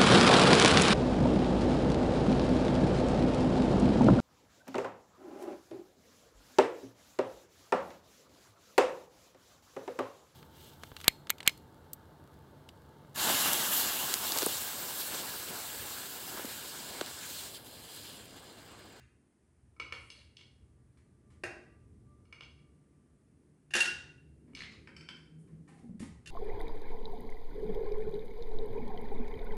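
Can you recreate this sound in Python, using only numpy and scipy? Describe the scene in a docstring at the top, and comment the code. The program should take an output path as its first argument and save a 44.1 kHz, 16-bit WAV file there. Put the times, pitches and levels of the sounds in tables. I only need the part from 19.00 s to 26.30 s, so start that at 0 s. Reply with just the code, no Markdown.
"""Fingers pick small hard pieces off a china plate and drop them into a steel mixing bowl, in a hard-walled hall.
A small cup is nudged, feet and an apron shuffle by the table; rumble, a low drone and a thin whine come from outside.
Plate, cup and bowl are struck banks of decaying modes; sliding pieces fire tiny slips on the plate modes.
Soles and cloth are shaped noise, low thumps, higher knocks and clicks decaying sines,
the street lumpy noise and wavering tones."""
import sys
import numpy as np
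from scipy import signal
from scipy.fft import rfft, irfft
from scipy.io import wavfile

SR = 44100
rng = np.random.default_rng(int(sys.argv[2]) if len(sys.argv) > 2 else 0)


def transcribe(u):
    """Save the signal u as a 16-bit wav file named by the first command-line argument.

    u: samples, shape (n,) or (channels, n), limited to [-1, 1]; the rate is SR.
    q: integer samples, one column per channel.
    """
    v = np.clip(np.atleast_2d(u).T, -1, 1)
    q = np.round(v * 32767).astype(np.int16)
    wavfile.write(sys.argv[1], SR, q)


def voltage_ratio(level):
    """Linear amplitude factor for a level in decibels (scalar or array-like)."""
    return 10 ** (np.asarray(level, float) / 20)


N = 322141
LEAD = SR // 4  # samples that sound before the start
CRACK_DB = -13  # contact noise on china under the modes

# china plate modes: (frequency [Hz], level [dB], nominal t60 [s])
PLATE_MODES = [(346, 8, 0.041), (455, -4, 0.18), (800, -20.5, 0.17), (1068, 2, 0.023), (1288, 7.5, 0.017),
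               (1510, -34, 0.086), (2060, -61, 0.016), (2345, -3, 0.028), (2255, 4, 0.06),
               (2370, -11.5, 0.089), (2834, 2.5, 0.041), (3307, -7, 0.051), (3860, -6, 0.021),
               (3950, -9, 0.032), (4410, 4.5, 0.028), (5110, 6.5, 0.026), (6150, 3, 0.026),
               (6840, -42, 0.051), (7600, -14, 0.088), (8550, -8, .05), (9200, -23, .03), (10400, -23, .04)]
# mode weighting by frequency on china: (frequency [Hz], level index [0 none, 1 low, 2 upper, 3 top], offset [dB])
CHINA_GROUPS = [(300, 1, -12), (1300, 1, 0), (2250, 0, 0), (3200, 2, 0), (5000, 3, 0), (11500, 3, -9)]


def evened(x):
    """Scales to rms 1."""
    return x / np.sqrt(np.mean(x ** 2) + 1e-20)


def read(points, hz):
    """Interpolates a table over log frequency."""
    f, value = np.transpose(points)
    return np.interp(np.log(hz + 1), np.log(f + 1), value)


def curve(rows):
    """Interpolates each column over time."""
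    s, *columns = np.transpose(rows)
    return [np.interp(np.arange(N) / SR, s, c) for c in columns]


def add(mix, s, sound):
    """Adds a sound at s seconds, cut at the end of the mix."""
    part = mix[LEAD + round(s * SR):][:len(sound)]
    part += sound[:len(part)]


def noise(spectrum, count, tilt_db=0):
    """White noise coloured by a spectrum and tilted, per octave, about 2 kHz; rms 1."""
    hz = np.fft.rfftfreq(count, 1 / SR)
    shape = voltage_ratio(read(spectrum, hz) + tilt_db * np.log2((hz + 100) / 2000))
    return evened(irfft(rfft(rng.standard_normal(count)) * shape, count))


def wander(rate_hz):
    """Slow random drift: sines of random phase up to rate_hz; rms 1."""
    t = np.arange(N) / SR
    rates_hz = rate_hz * np.geomspace(.1, 1, num=12)
    return evened(sum(np.sin(2 * np.pi * (f * t + rng.random())) / np.sqrt(f) for f in rates_hz))


def strokes(rows, rise_s, fade_db_per_s):
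    """Gain of rubbing strokes: each rises, holds, then fades."""
    t = np.arange(N) / SR
    gain = np.zeros(N)
    for s, db, held_s in rows:
        fade_db = fade_db_per_s * np.maximum(t - s - held_s, 0)
        gain += np.clip((t - s) / rise_s, 0, 1) * voltage_ratio(db - fade_db)
    return gain


def strikes(blows, modes, groups, rise_s, crack_db, crack_t60_s, detune, free_s, held_db, scatter=1):
    """Each blow rings the modes, weighted by where it lands, with a short crack; soon what struck mutes them."""
    out, t = np.zeros(N + LEAD), np.arange(SR // 3) / SR
    hz, mode_db, t60_s = np.transpose(modes)[:, :, None]
    mute_db = held_db * np.clip((t - free_s) / .002, 0, 1)
    shape = (1 - np.exp(-t / rise_s)) * voltage_ratio(mute_db)
    for s, db, low_db, upper_db, top_db, ring in blows:
        levels_db = (0, low_db, upper_db, top_db)
        place = [(f, levels_db[k] + offset_db) for f, k, offset_db in groups]
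        # grip and load shift each mode a little
        pitch_hz = hz * (1 + detune * hz / 2000 * rng.standard_normal(hz.shape))
        decay = voltage_ratio(mode_db + read(place, hz) - 60 * t / (t60_s * ring + 0.0015))
        phase = scatter * rng.random(hz.shape)  # cycles
        body = (decay * np.sin(2 * np.pi * (pitch_hz * t + phase))).sum(0)
        crack = noise(place, count=len(t)) * voltage_ratio(crack_db + max(0, top_db) - 60 * t / crack_t60_s)
        add(out, s, voltage_ratio(db) * (body + crack) * shape)
    return out


def plate():
    """Nails and pieces tap the plate; the fingertip mutes its modes just after the nail."""
    # (time [s], level [dB], low modes [dB], upper modes [dB], top modes [dB], t60 factor)
    taps = [(.764, -65, 4, -18, -13, 1), (.7985, -32, -3.5, -6, -12.5, 0.71),
            (.9232, -29.5, -2, 2.5, -10, 0.34), (1.1015, -50, -3, 16, 7, 0.51),
            (1.216, -57, -10, 11, -14, 0.31), (1.3685, -56, -25, 27.5, 12.5, 0.25),
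            (1.41, -54.5, -11, 5.5, -4, 0.77), (3.253, -70.5, 3, 3, -4, 0.88),
            (3.3255, -43, -6, -3, -11.5, 0.68), (3.4075, -43.5, 3, 11.5, -5.5, 0.35),
            (3.433, -52.5, -11, 7.5, -3.5, 0.9), (3.59, -68, -18.5, -1, -10, 1),
            (5.533, -63, 2, 2, -20, .5), (5.5495, -42, -19, 3, 2, 0.57), (5.571, -45.5, -6, 9, -3, 0.43),
            (5.74, -68, 20, 16, 5, 0.14)]
    # modes start nearly in step (scatter), so close pairs beat alike
    return strikes(taps, PLATE_MODES, CHINA_GROUPS, rise_s=0.00099, crack_db=CRACK_DB, crack_t60_s=0.067,
                   detune=.003, free_s=.008, held_db=-6, scatter=.12)


def bowl():
    """Pieces land and bounce in a thin steel shell, whose high modes crowd too close to tell apart."""
    # (time [s], level [dB], low modes [dB], upper modes [dB], top modes [dB], t60 factor)
    drops = [(-.14, -36.5, -32, -3.5, -6.5, 0.32), (2.4355, -29.5, 2, -7, -12, 0.47),
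             (4.7062, -53, -1, 3.5, -1.5, 1), (4.7365, -25.5, -17.5, 2.5, -4.5, 0.7),
             (4.7516, -21.5, 0, -22.5, -0.5, 0.31), (4.7634, -23, -22, -23, 1, 0.2),
             (4.7724, -29.5, -28, 1, -7, 0.27), (4.785, -29, -13.5, -6, -15, 0.18),
             (4.8035, -28.5, -26.5, 12.5, 4.5, 0.71), (4.8524, -33, -26.5, -9, -4, 0.92),
             (7.2589, -52, -23, 6, 2.5, 0.64), (7.272, -47, -5, -4, 5.5, 0.37)]
    # separate steel modes: (frequency [Hz], level [dB], nominal t60 [s])
    steel_modes = [(1458, -11, .3), (2757, 0, .11), (2746, -9, .3), (360, 0, .15), (620, -13, .05),
                   (690, -9, .06), (790, -6, .06), (1180, -14, .08), (1570, -5, .1), (1655, -3, .1),
                   (1740, -5, .08), (1830, -5, .08), (1940, -3, .08), (2170, -8, .08), (2350, -8, .06),
                   (2500, -5, .1), (2640, -4, .06), (2980, 0, .04), (3330, -6, .04), (3680, -4, .05),
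                   (4410, -8, .04), (4730, -8, .05), (4890, -6, .1)]
    # mode weighting: (frequency [Hz], level index [0 none, 1 low, 2 upper, 3 top], offset [dB])
    steel_groups = [(150, 1, -15), (500, 1, 0), (1300, 0, 0), (1420, 0, 0), (1440, 2, 0), (1480, 2, 0),
                    (1500, 0, 0), (2700, 0, 0), (2730, 2, 0), (2790, 2, 0), (2830, 3, 0), (4850, 3, 0),
                    (4870, 2, -9), (4910, 2, -9), (4930, 3, 0), (6500, 3, 0), (8000, 3, -5), (10500, 3, -5),
                    (12000, 3, -12)]
    modes = steel_modes + crowded(count=120, lo_hz=2953, hi_hz=12020, db=-17.5, t60_s=0.085)
    return strikes(drops, modes, steel_groups, rise_s=0.0011, crack_db=-4.5, crack_t60_s=0.06,
                   detune=0.00086, free_s=0.019, held_db=-7.5)


def crowded(count, lo_hz, hi_hz, db, t60_s):
    """Dense shell modes, one at random in each equal slice of the range."""
    place = (np.arange(count) + rng.random(count)) / count
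    return [(hz, db, t60_s) for hz in lo_hz + (hi_hz - lo_hz) * place]


def cup():
    """The small cup beside the plate is nudged and rings its own modes."""
    # (time [s], level [dB], low modes [dB], upper modes [dB], top modes [dB], t60 factor)
    nudges = [(5.8735, -38.5, -5.5, -23, -27.5, 0.5), (5.9652, -43, -12.5, -13.5, -13, 0.86),
              (6.0087, -46, -8.5, -11, -14, 0.9), (6.0878, -34.5, -6.5, -6.5, -18, 0.5),
              (6.1679, -48.5, -7.5, -27, -14, 0.17)]
    # cup modes: (frequency [Hz], level [dB], nominal t60 [s])
    cup_modes = [(530, -9.5, 0.088), (1000, -5.5, 0.053), (1355, -3, 0.036), (1544, 1.5, 0.03),
                 (2346, 7, 0.011), (3097, 5.5, 0.069), (3010, -7, 0.037), (3657, -13, 0.11),
                 (4530, 5, 0.071), (4980, 8.5, 0.057), (5400, 9.5, 0.038), (6180, -3, 0.073),
                 (7140, -9, .06), (7800, 2, 0.052), (9100, -14, .06), (10500, -21, 0.052)]
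    return strikes(nudges, cup_modes, CHINA_GROUPS, rise_s=0.00033, crack_db=CRACK_DB, crack_t60_s=0.1,
                   detune=0.00056, free_s=0.011, held_db=-2.5)


def grating():
    """Pieces grate over the glaze: uneven tiny slips, each a blip on one mode of the pressed-down plate."""
    # (start [s], level [dB], held [s])
    slides = [(1.11, -66, 0.092), (1.385, -62.5, 0.029), (5.555, -53.5, 0.078), (5.712, -58.5, 0.018)]
    slips_per_s, spread_db, slip_t60_s, centre_hz = 1600, 3.5, .006, 3270
    slips = voltage_ratio(spread_db * np.minimum(rng.exponential(1, N), 4)) * (rng.random(N) < slips_per_s / SR)
    mode = rng.integers(0, len(PLATE_MODES), N)
    out, t = np.zeros(N), np.arange(SR // 20) / SR
    for k, (hz, _, _) in enumerate(PLATE_MODES):
        blip_db = -9 * np.log2(hz / centre_hz) ** 2 - 60 * t / slip_t60_s
        blip = voltage_ratio(blip_db) * np.sin(2 * np.pi * hz * t)
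        out += signal.oaconvolve(slips * (mode == k), blip)[:N]
    gain = strokes(slides, rise_s=.003, fade_db_per_s=400)
    return np.pad(evened(out) * gain, (LEAD, 0))


def pieces():
    """Loose pieces click together: two stubby modes about an octave apart and a faint high one."""
    # (time [s], level [dB], first mode [Hz], second mode [dB], t60 [s])
    clicks = [(1.177, -56, 2270, 10.5, 0.0078), (1.189, -63, 2060, 16, 0.011),
              (5.606, -31.5, 2084, -2, 0.011), (5.6207, -24.5, 2180, -3, 0.0027),
              (5.635, -66, 2095, -8, .015), (5.685, -64, 2030, 2, 0.013), (5.714, -60, 1980, 14, 0.01),
              (5.723, -49, 2500, 4, 0.0068)]
    out, t = np.zeros(N + LEAD), np.arange(SR // 10) / SR
    for s, db, hz, second_db, t60_s in clicks:
        ratios = ((1, 7), (2.02, second_db), (4.4, -21))  # (frequency ratio, dB)
        modes = sum(voltage_ratio(g) * np.sin(2 * np.pi * hz * k * t) for k, g in ratios)
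        add(out, s, voltage_ratio(db - 60 * t / t60_s) * modes * (1 - np.exp(-t / 0.00032)))
    return out


def scuffs():
    """Soles scuff the floor: short swells of friction noise."""
    # (time [s], level [dB], tilt [dB/octave], decay time constant [s])
    rubs = [(1.971, -72.5, 5, 0.023), (2.302, -72, 5.5, 0.037), (5.477, -72, -2.5, 0.027),
            (6.474, -75, 2.5, 0.03), (6.676, -66, 3, 0.057), (6.779, -71.5, 4.5, 0.028),
            (6.995, -56, 8, 0.044), (7.028, -46.5, 0.5, 0.0049)]
    # sole friction spectrum: (frequency [Hz], density [dB/Hz])
    sole = [(240, -54), (400, -0.5), (587, -19.5), (939, 1.5), (1420, -7), (1970, -3.5), (3330, -18),
            (9690, -28), (12000, -42.5), (15600, -75), (22000, -120)]
    out, t = np.zeros(N + LEAD), np.arange(SR // 2) / SR
    for s, db, tilt_db, decay_s in rubs:
        swell = (1 - np.exp(-t / 0.00077)) * np.exp(-t / decay_s)
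        add(out, s, voltage_ratio(db) * noise(sole, count=len(t), tilt_db=tilt_db) * swell)
    return out


def thumps_and_knocks():
    """Dull low thumps, the bowl's thud and higher knocks near 600-800 Hz, all decaying sines."""
    # (time [s], level [dB], frequency [Hz], t60 [s]); the bowl's thud is at 4.745 s
    hits = [(1.178, -62, 590, 0.027), (4.745, -44, 228.5, 0.11), (5.485, -47, 260, 0.057),
            (6.531, -44, 166.3, 0.08), (6.69, -57, 800, 0.09), (6.77, -62, 740, 0.074),
            (6.826, -42, 231, 0.2), (6.83, -66, 794, 0.057), (6.894, -37, 182, 0.072),
            (6.935, -39.5, 205, 0.075), (7.005, -29, 233, 0.034), (7.119, -57, 255, 0.03)]
    out, t = np.zeros(N + LEAD), np.arange(SR // 2) / SR
    for s, db, hz, t60_s in hits:
        rise = 1 - np.exp(-t / 0.00076)
        add(out, s, voltage_ratio(db - 60 * t / t60_s) * np.sin(2 * np.pi * hz * t) * rise)
    return out


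def hall(x):
    """Single echoes, then three sparse decaying tails weighted in turn so that the echo pattern keeps varying."""
    # off the table and near walls: (delay [s], level [dB])
    echoes = [(.0017, -6), (.0042, -9), (.0105, -11), (.0185, -12)]
    # reverberation: (frequency [Hz], t60 [s])
    hall_t60 = [(250, 0.52), (500, 0.71), (1000, 0.59), (2000, 0.54), (4000, 0.51), (8000, 0.46),
                (12000, 0.25)]
    tail_db = -1.5
    early = np.zeros(SR // 40)
    early[0] = 1
    for k, (s, db) in enumerate(echoes):
        early[round(s * SR)] = (-1) ** k * voltage_ratio(db)
    out = signal.oaconvolve(x, early)[:len(x)]
    turn = np.arange(len(x)) / SR * 2 * np.pi * 1.7
    for k in range(3):
        taps = np.zeros(SR)
        at = np.arange(480, SR - 20, 14)
        taps[at + rng.integers(0, 14, len(at))] = rng.choice([-1., 1.], len(at))
        hz, t, z = signal.stft(taps, SR, nperseg=256)
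        decay = voltage_ratio(-60 * t / read(hall_t60, hz)[:, None])
        tail = signal.istft(z * decay, SR, nperseg=256)[1]
        share = np.sqrt(2 / 3) * np.cos(turn + k * np.pi / 3)
        out += voltage_ratio(tail_db) * signal.oaconvolve(x * share, tail / np.linalg.norm(tail))[:len(x)]
    return out[LEAD:]


def apron():
    """Bright friction noise that flutters as the cloth slides."""
    # brushes: (start [s], level [dB], held [s])
    rustle = [(.95, -74.5, 0.24), (6.38, -78.5, 0.041), (6.68, -74.5, 0.017), (6.74, -84.5, 0.096)]
    # cloth spectrum: (frequency [Hz], density [dB/Hz])
    cloth = [(4000, -20), (7000, -1), (9000, 5.5), (11000, -0.5), (12500, -23)]
    gain = strokes(rustle, rise_s=0.0093, fade_db_per_s=132)
    return gain * noise(cloth, count=N) * voltage_ratio(1.3 * wander(33))


def street():
    """Rumble and roar are two noise bands, each with its own level curve and random drift."""
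    # (time [s], deep rumble [dB], roar [dB])
    levels = [(0.0, -66, -71), (0.34, -73.5, -72.5), (1.0, -61, -71.5), (2.24, -65, -67.5),
              (2.48, -60, -61.5), (3.31, -61, -68), (4.49, -73.5, -68.5), (4.76, -68, -73),
              (4.92, -61.5, -59), (5.31, -68, -62.5), (5.61, -54.5, -60), (6.14, -70, -63.5),
              (6.61, -65.5, -61.5), (6.91, -69, -60), (7.03, -58, -85), (7.3, -62, -59.5)]
    # spectra: (frequency [Hz], density [dB/Hz])
    rumble = [(25, -34), (45, -3), (62, 8.5), (78, 13), (100, 3.5), (130, 9.5), (180, -50)]
    roar = [(90, -20.5), (130, -1.5), (230, 0.5), (320, -2.5), (440, -8), (550, -19.5), (1000, -41),
            (2500, -46)]
    deep_db, roar_db = curve(levels)
    out = noise(rumble, count=N) * voltage_ratio(deep_db + 2.7 * wander(9.1))
    return out + noise(roar, count=N) * voltage_ratio(roar_db + 1.3 * wander(3.2))


def drone():
    """A low tone throbs as if a weaker second one just beside it beat against it."""
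    # (time [s], frequency [Hz], level [dB])
    glide = [(3.3, 146, -72), (3.5, 147, -63), (3.75, 148, -65.5), (4.4, 149, -71.5), (4.8, 149, -60),
             (5.3, 152, -62), (5.85, 155, -63.5), (6.0, 156, -58), (6.6, 160, -52), (6.75, 163, -58),
             (7.05, 164, -62), (7.3, 162, -58)]
    throb_hz, throb_top_s, second_share = 5.4, 6.385, .7
    turns = throb_hz * (np.arange(N) / SR - throb_top_s)
    beat = abs(1 + second_share * np.exp(2j * np.pi * turns)) / (1 + second_share)
    return beat * tone(glide, *curve(glide), below_db=-33, waver_db=1.2)


def whine():
    """A thin far tone swells and sinks about a steady pitch."""
    # (time [s], level [dB])
    swell = [(1.6, -100), (1.8, -87), (2.0, -101), (2.25, -86), (2.65, -81), (2.95, -91), (3.05, -81),
             (3.12, -70.5), (3.25, -89), (3.45, -80), (3.75, -87), (4.15, -92), (4.5, -102)]
    return tone(swell, 1178, *curve(swell), below_db=-6, waver_db=2.8)


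def tone(rows, hz, db, below_db, waver_db):
    """A sine wavering in pitch and level, with its octave below, faded in and out."""
    t = np.arange(N) / SR
    gate = np.clip(np.minimum(t - rows[0][0], rows[-1][0] + 0.14 - t) / 0.077, 0, 1)
    pitch_hz = hz * (1 + .004 * wander(25))
    phase = 2 * np.pi * np.cumsum(pitch_hz) / SR
    wave = np.sin(phase) + voltage_ratio(below_db) * np.sin(phase / 2)
    return np.sqrt(2) * gate * voltage_ratio(db + waver_db * wander(16)) * wave


def scene():
    """Table sounds, scuffs, thumps and knocks through the hall, then apron and outside sounds added dry."""
    table = plate() + cup() + bowl() + grating() + pieces()
    near = hall(voltage_ratio(-4.5) * table + scuffs() + thumps_and_knocks())
    return (near + apron() + street() + drone() + whine())[None]


def roll_off(x):
    """The treble ends steeply here."""
    return signal.sosfilt(signal.butter(12, 12270, fs=SR, output="sos"), x)


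def record(dry):
    """Adds microphone hiss, then a steep low-pass."""
    # microphone noise spectrum: (frequency [Hz], density [dB/Hz])
    hiss = [(350, -19), (600, -5.5), (920, -9), (1140, -10.5), (1240, -11), (1880, -12), (3720, -23),
            (7420, -20), (8740, -14), (11000, -20.5), (12100, -38), (15800, -64), (22000, -120)]
    hiss_db = -80.5
    band = signal.firwin(255, 11600, window=("kaiser", 8), fs=SR)
    heard = signal.oaconvolve(dry + voltage_ratio(hiss_db) * noise(hiss, count=N), band[None], "same")
    return roll_off(heard)


dry = scene()
out = record(dry)
transcribe(out)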